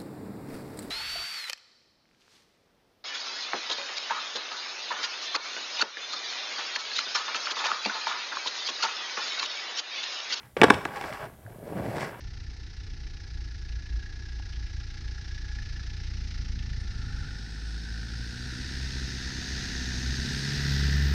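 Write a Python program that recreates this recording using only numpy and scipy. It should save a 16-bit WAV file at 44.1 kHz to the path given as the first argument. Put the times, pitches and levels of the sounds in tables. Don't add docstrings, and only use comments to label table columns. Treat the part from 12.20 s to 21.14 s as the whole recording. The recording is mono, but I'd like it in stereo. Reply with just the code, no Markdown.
import sys
import numpy as np
from scipy import signal
from scipy.fft import rfft, irfft, next_fast_len
from scipy.io import wavfile
from scipy.ndimage import uniform_filter1d

SR = 44100
rng = np.random.default_rng(int(sys.argv[2]) if len(sys.argv) > 2 else 0)


def inscribe(sig):
    pcm = np.round(np.clip(np.atleast_2d(sig).T, -1, 1) * 32767)
    wavfile.write(sys.argv[1], SR, pcm.astype(np.int16))


N = 394239
T = np.arange(N) / SR

# (t/s, distance/m)
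FIRST_DISTANCE = [(0, 14.1), (2, 11.7), (3.2, 8.48), (4.4, 5.9)]
# (t/s, distance/m)
SECOND_DISTANCE = [(4.6, 9.8), (5.6, 7.06), (6.6, 5.06), (7.6, 3.42), (8.1, 3.32), (8.5, 2.8), (8.94, 3.1)]
# (t/s, firing rate/Hz)
SECOND_RATE = [(4.5, 47.1), (4.9, 47.7), (5.15, 50.3), (5.33, 53.2), (5.6, 55.65), (5.9, 56.25),
               (6.28, 62.6), (6.52, 65.5), (6.8, 65.85), (7.05, 64.3), (7.33, 66.2), (7.55, 64.4),
               (7.8, 63.4), (8.21, 69.3), (8.38, 69.8), (8.6, 69.1), (8.94, 70.6)]
# (f/Hz, relative level/dB)
PACKED_SNOW = [(50, -10), (110, 3.5), (200, -2), (320, 1.5), (410, -5), (500, -9), (560, -24), (680, -14.5),
               (800, -10), (1080, -19.5), (2000, -41.5)]


def undb(db):
    return 10 ** (np.asarray(db) / 20)


def curves(table):
    s, *columns = np.transpose(table)
    return [np.interp(T, s, column) for column in columns]


def unit(x):
    return x / np.sqrt(np.mean(x ** 2))


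def noise():
    return rng.standard_normal(N)


def walk(rate):
    knots = rng.standard_normal(4096)
    return np.interp(T * rate, np.arange(len(knots)), knots)


def colour(x, points):
    size = next_fast_len(N + SR, real=True)
    hz, db = np.transpose(points)
    octave = np.log2(np.arange(size // 2 + 1) * SR / size + 1)
    fall_db = 20 * np.maximum(octave - np.log2(hz[-1]), 0)
    response_db = np.interp(octave, np.log2(hz), db) - fall_db
    cepstrum = irfft(np.log(undb(response_db)), size)
    cepstrum[1:size // 2] *= 2
    cepstrum[size // 2:] = 0
    response = np.exp(rfft(cepstrum))
    return unit(irfft(rfft(x, size) * response, size)[:N])


def ring(x, hz, width_hz):
    turn = np.exp(2j * np.pi * np.cumsum(hz + np.zeros(N)) / SR)
    lowpass = signal.butter(2, width_hz / 2, fs=SR, output="sos")
    return unit((signal.sosfilt(lowpass, x / turn) * turn).real)


def tone(hz):
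    return np.sqrt(2) * np.sin(2 * np.pi * np.cumsum(hz) / SR)


def impacts(per_s, spread_db):
    present = rng.random(N) < per_s / SR
    size = undb(spread_db * np.minimum(rng.exponential(size=N), 3))
    return unit(present * np.sign(noise()) * size)


def firings(cycle):
    return np.diff(np.floor(cycle), prepend=np.floor(cycle[0]))


def strength(cycle, cylinder_db, scatter_db):
    k = np.floor(cycle).astype(int) + 2
    return undb(np.array(cylinder_db)[k % 4] + scatter_db * rng.standard_normal(1024)[k])


def burst(cycle, rise, fall):
    phase = cycle % 1
    return unit((1 - np.exp(-phase / rise)) * np.exp(-phase / fall))


def soften(envelope, ms):
    return uniform_filter1d(envelope, max(int(ms * SR / 1000), 1))


def double_knock(cycle, lag, scatter_db):
    knock = burst(cycle, rise=.1, fall=.16) * strength(cycle, [.4, -.7, 0, .3], scatter_db)
    late = cycle - lag
    slap = burst(late, rise=.1, fall=.2) * strength(late, [-2, -2, -2, -2], scatter_db)
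    return unit(soften(np.hypot(knock, slap), 2.7))


def strike(s, decay_s):
    age = np.maximum(T - s, 0)
    return np.exp(-age / decay_s) * np.minimum(age / 0.0018, 1)


def blows(rows, points):
    click = colour(1. * (T == 0), points)
    return sum(undb(db) * np.interp(T - s, T, click, left=0) for s, db in rows) / np.abs(click).max()


def swell(s, length_s, db):
    return undb(db) * 2 ** -((2 * (T - s) / length_s) ** 2)


def fade(start_s, end_s):
    return np.clip((T - start_s) / (end_s - start_s), 0, 1)


def spreading(distance):
    return 1 / curves(distance)[0]


def first_exhaust(cycle, near):
    # (f/Hz, relative level/dB)
    pipe_colour = [(14, -22), (22, -5), (29, 1), (40, 0), (60, 2.5), (88, -3), (118, -11), (150, -18),
                   (240, -42), (400, -46.5), (600, -84)]
    # (f/Hz, relative level/dB)
    boom_colour = [(16, -14), (26, -2), (40, -2), (53, 2), (68, -3), (100, -8), (150, -19), (300, -38)]
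    stroke = cycle - .58 + .014 * walk(12)
    pulses = firings(stroke) * strength(stroke, [-.1, -.3, .5, -.6], 1.0)
    thumps = -colour(pulses, pipe_colour) * undb(-17.5) * near
    boom = colour(noise(), boom_colour) * undb(-41.5)
    return thumps + boom


def first_block(combustion, near):
    # (f/Hz, relative level/dB)
    knock_colour = [(450, -53), (650, -13.5), (800, -14.5), (950, -11.5), (1100, -17.5), (1400, 1.5),
                    (1550, -2), (1760, 2), (1950, -4.5), (2300, -25.5), (2800, -7.5), (3300, -18),
                    (5000, -37), (7500, -52.5)]
    # (t/s, level/dB)
    panel_level = [(0, -67), (1.2, -63), (1.93, -54.5), (2.6, -61), (3.35, -53.5), (3.7, -58), (4.0, -67),
                   (4.2, -66), (4.42, -55)]
    # (t/s, f/Hz)
    panel_pitch = [(0, 1770), (1.0, 1690), (2.3, 1660), (3.3, 1680), (4.3, 1765)]
    blow = double_knock(combustion - .08 + .02 * walk(30), lag=.2, scatter_db=1.2)
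    hits = (blow + .45) * (impacts(per_s=2000, spread_db=1.5) + .6 * noise())
    knock = colour(hits, knock_colour) * undb(-39) * near
    panel_hz = curves(panel_pitch)[0] + 29 * walk(160)
    panel_db = curves(panel_level)[0] + 1.0 * walk(30.6)
    panel = unit((soften(blow, 3.6) + 0.36) * tone(panel_hz)) * undb(panel_db)
    housing = ring(hits, 831, 26) * undb(-52.5) * near
    return knock + panel + housing


def first_injectors(combustion, near):
    # (f/Hz, relative level/dB)
    clatter_colour = [(1000, -24), (2000, -3), (3200, -10), (3900, -3), (4500, -3.5), (5200, -1),
                      (6100, -7.5), (6800, -18), (7700, -29.5), (8500, -29), (10000, -40), (11200, -55),
                      (12500, -44), (15500, -71.5)]
    injection = combustion - .025
    pulse = burst(injection, rise=.26, fall=.31) * strength(injection, [.2, -.3, .2, -.1], .7)
    spray = (soften(pulse, 5) + .65) * (impacts(per_s=2600, spread_db=0) + 1.2 * noise())
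    clatter = colour(spray, clatter_colour) * undb(-32)
    squirt = soften(burst(injection, rise=.15, fall=.25) * strength(injection, [1, -1, -1, 1], 2), 5)
    nozzles = ring(squirt * impacts(per_s=1300, spread_db=-4.0), 5300, 600) * undb(-52.5)
    return (clatter + nozzles) * near


def tappets(combustion, near):
    # (f/Hz, relative level/dB)
    tappet_colour = [(1200, -35), (2000, -9), (2700, 0), (3300, -1), (4000, -6), (5500, -20), (7000, -45)]
    # (t/s, level/dB)
    clacks = [(2.329, -51.5), (2.463, -57), (3.837, -52), (4.11, -53), (4.385, -51)]
    valve = combustion - .17
    pulse = burst(valve, rise=.08, fall=.2) * strength(valve, [-6, -7, -5, 0], 1.5)
    taps = unit(pulse) * undb(-45) * near
    drive = taps + sum(strike(s, decay_s=0.025) * undb(db) for s, db in clacks)
    return colour(impacts(per_s=1600, spread_db=7.5) + .5 * noise(), tappet_colour) * drive


def first_car():
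    # (t/s, firing rate/Hz)
    idle_rate = [(0.0, 31.27), (0.51, 29.71), (0.84, 30.07), (1.42, 28.37), (2.05, 31.06), (2.2, 29.24),
                 (2.81, 28.76), (2.99, 30.08), (3.47, 28.49), (3.87, 29.67), (4.3, 28.17), (4.42, 28.52),
                 (5.3, 26.64)]
    cycle = np.cumsum(curves(idle_rate)[0]) / SR
    near = spreading(FIRST_DISTANCE)
    combustion = cycle - .097
    bass = first_exhaust(cycle, near)
    treble = first_block(combustion, near) + first_injectors(combustion, near) + tappets(combustion, near)
    return bass * np.sqrt(1 - fade(4.74, 5.23)) + treble * np.sqrt(1 - fade(3.3, 5.52))


def first_tyres():
    # (f/Hz, relative level/dB)
    groan_colour = [(50, -19.5), (85, 1), (125, 4), (165, -8.5), (235, -7), (300, -21), (550, -38.5)]
    # (t/s, length/s, level/dB)
    lurches = [(1.313, 0.09, -36.5), (1.562, 0.1, -31.5), (1.754, 0.08, -28.5), (2.217, 0.15, -35),
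               (2.423, 0.17, -36.5), (3.415, 0.084, -34)]
    crunch = colour(impacts(per_s=1100, spread_db=1.5), PACKED_SNOW) * undb(-57)
    groan_db = -49 - 5 * (curves(FIRST_DISTANCE)[0] - 7.2)
    groan = colour(impacts(per_s=360, spread_db=4.0), groan_colour) * undb(groan_db)
    body_hz = 53.7 + 1.84 * walk(9.7)
    swing = tone(body_hz) * sum(swell(*lurch) for lurch in lurches)
    return (crunch + groan + swing) * np.sqrt(1 - fade(4.3, 5.4))


def ticks():
    # (t/s, level/dB, centre f/Hz, width/Hz, decay/s)
    crack_rows = [(.34, -73, 7900, 900, .007), (.366, -72, 7900, 900, 0.0072),
                  (4.602, -61, 8830, 1000, 0.0046), (4.614, -60, 8900, 700, .004)]
    # (t/s, peak level/dB)
    clunks = [(2.198, -38.5), (2.2015, -50)]
    # (f/Hz, relative level/dB)
    chassis = [(100, -4), (220, 2), (400, -5), (570, -13), (780, 4), (1000, -5), (1300, -20), (3000, -24)]
    # (t/s, peak level/dB before the trim below)
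    hard_knocks = [(0.1715, -50), (0.3326, -47), (1.0013, -45), (1.349, -42), (1.8614, -42), (1.8936, -48),
                   (2.6337, -45), (3.047, -48), (3.109, -45), (3.178, -39), (3.244, -44), (3.3159, -41),
                   (3.3874, -37), (3.4195, -41), (3.5603, -42), (3.5952, -39), (4.358, -45), (4.5321, -40),
                   (5.1657, -39), (5.2635, -41), (5.3587, -39), (5.4523, -42)]
    # (f/Hz, relative level/dB)
    hard_knock_ring = [(1100, -38.5), (1430, -13), (1550, -5), (1740, 5.5), (1850, 3), (2050, -17),
                       (2230, -9.5), (2600, -28.5), (5000, -38.5)]
    cracks = 0
    for s, db, hz, width_hz, decay_s in crack_rows:
        cracks = cracks + ring(noise(), hz, width_hz) * undb(db) * strike(s, decay_s)
    return cracks + blows(clunks, chassis) + blows(hard_knocks, hard_knock_ring) * undb(-.5)


def revs():
    return np.log2(curves(SECOND_RATE)[0] / 65)


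def driven(db, db_per_doubling):
    return undb(db + db_per_doubling * revs()) * spreading(SECOND_DISTANCE)


def second_block(combustion):
    # (f/Hz, relative level/dB)
    knock_colour = [(450, -61), (620, -6.5), (740, -10.5), (1000, -5.5), (1110, -20), (1260, -5),
                    (1550, 7.5), (1820, 11), (2150, -19.5), (2550, -2), (3100, -22.5), (5000, -7),
                    (7500, -41)]
    # (f/Hz, width/Hz, level/dB at cruise before the layer's gain, dB per doubling of the revs)
    block_modes = [(805, 90, -25.5, -38), (1863, 250, -6.5, 17), (2650, 700, -12.5, 12)]
    # (t/s, mean f/Hz, level/dB before the trim below)
    block_ring = [(4.6, 1405, -58.5), (5.0, 1456, -51), (5.4, 1501, -57), (5.85, 1535, -50.5),
                  (6.4, 1540, -51.5), (6.9, 1660, -58), (7.6, 1695, -56), (8.5, 1607, -46),
                  (8.94, 1685, -57)]
    blow = double_knock(combustion, lag=.3, scatter_db=1.3)
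    blur = 1.1 * 12 ** revs()
    hits = unit((blow + blur) * (impacts(per_s=2200, spread_db=.5) + .6 * noise()))
    knock = colour(hits, knock_colour) * undb(-2.5)
    for hz, width_hz, db, rise_db in block_modes:
        knock = knock + ring(hits, hz, width_hz) * undb(db + rise_db * revs())
    ring_hz, ring_db = curves(block_ring)
    ringing = unit((soften(blow, 2) + .2) * tone(ring_hz + 85 * walk(250))) * undb(ring_db - .5)
    slaps = firings(combustion) * strength(combustion, [-9.0, -8.0, -8.5, -10.0], 0.32)
    slap = colour(slaps, knock_colour) * undb(-13.0)
    return (knock + slap) * driven(-32, 2.2) + ringing


def second_injectors(squirt, screened_s):
    # (f/Hz, relative level/dB)
    clatter_colour = [(1100, -48), (2200, -5.5), (3100, -8.5), (3700, 0.5), (4300, 0), (4700, 1.5),
                      (5200, 0.5), (5800, -5.5), (6500, -9.5), (7500, -23), (9000, -38), (12000, -34)]
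    spray = (squirt + 1.2) * (impacts(per_s=2600, spread_db=2) + .9 * noise())
    nozzle_hz = 5150 + 130 * walk(60)
    nozzles = ring(spray, nozzle_hz, 330) * undb(-15.0 - 12 * revs())
    screening = undb(-11.5 * screened_s)
    return (colour(spray, clatter_colour) + nozzles) * driven(-29, 12.7) * screening


def intake(squirt, screened_s):
    # (f/Hz, relative level/dB)
    air_colour = [(5000, -17), (7300, 0.5), (8500, 6), (9800, -3), (11300, -26), (12400, -8), (14000, -20),
                  (15500, -27)]
    # (t/s, length/s, gain/dB)
    gulps = [(6.403, 0.77, -75), (8.181, 0.24, -62.5)]
    rush = driven(-50, 9.8) * undb(-8 * screened_s)
    return colour((squirt + 2) * noise(), air_colour) * (rush + sum(swell(*gulp) for gulp in gulps))


def second_engine(cycle):
    combustion = cycle - .8
    squirt = burst(combustion + .15, rise=.25, fall=.5)
    screened_s = np.maximum(T - 8.61, 0)
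    powder = ring(noise(), 6190, 770) * swell(7.7, length_s=1.8, db=-48.5)
    layers = second_block(combustion) + second_injectors(squirt, screened_s) + intake(squirt, screened_s)
    return (layers + powder) * np.sqrt(fade(4.52, 4.95))


def repeating(cycle, size):
    return np.interp(cycle / 4 * size, np.arange(size), rng.standard_normal(size), period=size)


def second_exhaust(cycle):
    # (t/s, firing tone rms level/dB, its octave rms level/dB)
    drone_levels = [(5.2, -44, -48.5), (5.42, -35.5, -55), (5.95, -38, -43), (6.45, -44, -46.5),
                    (6.6, -34.5, -43.5), (7.15, -44, -51), (7.55, -38, -52), (7.9, -32.5, -40),
                    (8.27, -43.5, -36.5), (8.55, -28.5, -30), (8.94, -23, -34.5)]
    # (f/Hz, relative level/dB)
    rasp_colour = [(60, -36.5), (110, 1), (170, 6), (205, -1.5), (250, 2.5), (290, -10), (330, -9),
                   (370, -15), (470, -14), (520, -23), (570, -32), (730, -38), (1100, -37)]
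    # (f/Hz, width/Hz, level/dB before the layer's gain)
    pipe_modes = [(213, 15.4, -46), (313, 33, -54), (411, 47, -53.5), (473, 34, -58.5)]
    # (f/Hz, relative level/dB)
    shudder_colour = [(70, -15), (110, -1), (150, 4.5), (190, -8.5), (230, 2), (280, -2.5), (340, -4.5),
                      (400, -5), (440, -16), (500, -5.5), (560, -35.5), (1000, -37)]
    tone_db, octave_db = curves(drone_levels)
    angle = 2 * np.pi * cycle
    firing_tone = np.cos(angle) * undb(tone_db + .8 * walk(20))
    octave = np.sin(2 * angle) * undb(octave_db + .8 * walk(20))
    drone = np.sqrt(2) * (firing_tone + octave)
    stroke = cycle - .3 + .004 * walk(60)
    pulses = firings(stroke) * strength(stroke, [2.2, -2, .9, -2.2], 1.0)
    rasp = -colour(pulses, rasp_colour) * driven(-34.5, 6.9)
    pipe = sum(ring(pulses, hz, width_hz) * undb(db) for hz, width_hz, db in pipe_modes) * driven(1.5, 13)
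    shudder = colour(repeating(cycle, size=128), shudder_colour) * driven(-35.5, 2.7)
    return (drone + rasp + pipe + shudder) * np.sqrt(fade(4.55, 4.85))


def second_tyres():
    # (f/Hz, relative level/dB)
    rumble_colour = [(18, -8.5), (27, 2.5), (40, -3), (55, 6.5), (90, 1), (130, -2.5), (180, -17),
                     (300, -22.5)]
    # (f/Hz, relative level/dB)
    churn_colour = [(30, -8), (60, -22), (110, 0), (150, 10.5), (210, 1), (300, -21), (400, -23),
                    (560, -24)]
    # (t/s, length/s, level/dB)
    heaves = [(7.9, 0.46, -46.5), (8.85, 1, -38.5)]
    snow = colour(impacts(per_s=1300, spread_db=1.0), PACKED_SNOW) * driven(-40, 12)
    rumble = colour(noise(), rumble_colour) * undb(-34) * np.sqrt(spreading(SECOND_DISTANCE))
    churn = colour(impacts(per_s=1200, spread_db=-1.0), churn_colour) * sum(swell(*heave) for heave in heaves)
    return (snow + rumble + churn) * np.sqrt(fade(4.55, 4.85))


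def turbo():
    # (t/s, f/Hz, level/dB)
    whistle_path = [(4.9, 7400, -84), (5.2, 7850, -77), (5.47, 8250, -68.5), (5.7, 8650, -85),
                    (6.1, 9600, -87), (6.36, 10250, -75), (6.55, 11100, -93), (6.9, 12050, -81),
                    (7.6, 12150, -77), (8.05, 12250, -72.5), (8.3, 12800, -71), (8.5, 13200, -63.5),
                    (8.7, 13450, -64.5), (8.94, 13800, -60.5)]
    hz, db = curves(whistle_path)
    whistle = unit(ring(noise(), hz, 130) + .8 * ring(noise(), hz, 450))
    return whistle * undb(db + 1.2 * walk(16)) * fade(4.7, 5.1)


def drive_train():
    # (t/s, f/Hz)
    hum_pitch = [(5.2, 228.5), (6.2, 243.8), (6.65, 252), (7, 243), (7.3, 247.6), (8.3, 233.2), (8.7, 254)]
    hum_gain = undb(-41.5) * spreading(SECOND_DISTANCE) + swell(7.92, length_s=0.41, db=-47)
    whine_gain = swell(7.5, length_s=0.75, db=-62.5)
    gears = 0
    for hz, gain in ((curves(hum_pitch)[0], hum_gain), (729, whine_gain)):
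        wavering = tone(hz * (1 + 0.0033 * walk(25)))
        gears = gears + wavering * gain * undb(2.0 * walk(7.8))
    return gears * fade(4.7, 6.04)


def scene():
    cycle = .847 + np.cumsum(curves(SECOND_RATE)[0]) / SR
    first = first_car() + first_tyres()
    second = second_engine(cycle) + second_exhaust(cycle) + second_tyres() + turbo() + drive_train()
    mono = first + ticks() + second
    return np.array([mono, mono])


def record(dry):
    return signal.sosfilt(signal.ellip(8, .2, 70, 15700, fs=SR, output="sos"), dry)


dry = scene()
out = record(dry)
inscribe(out)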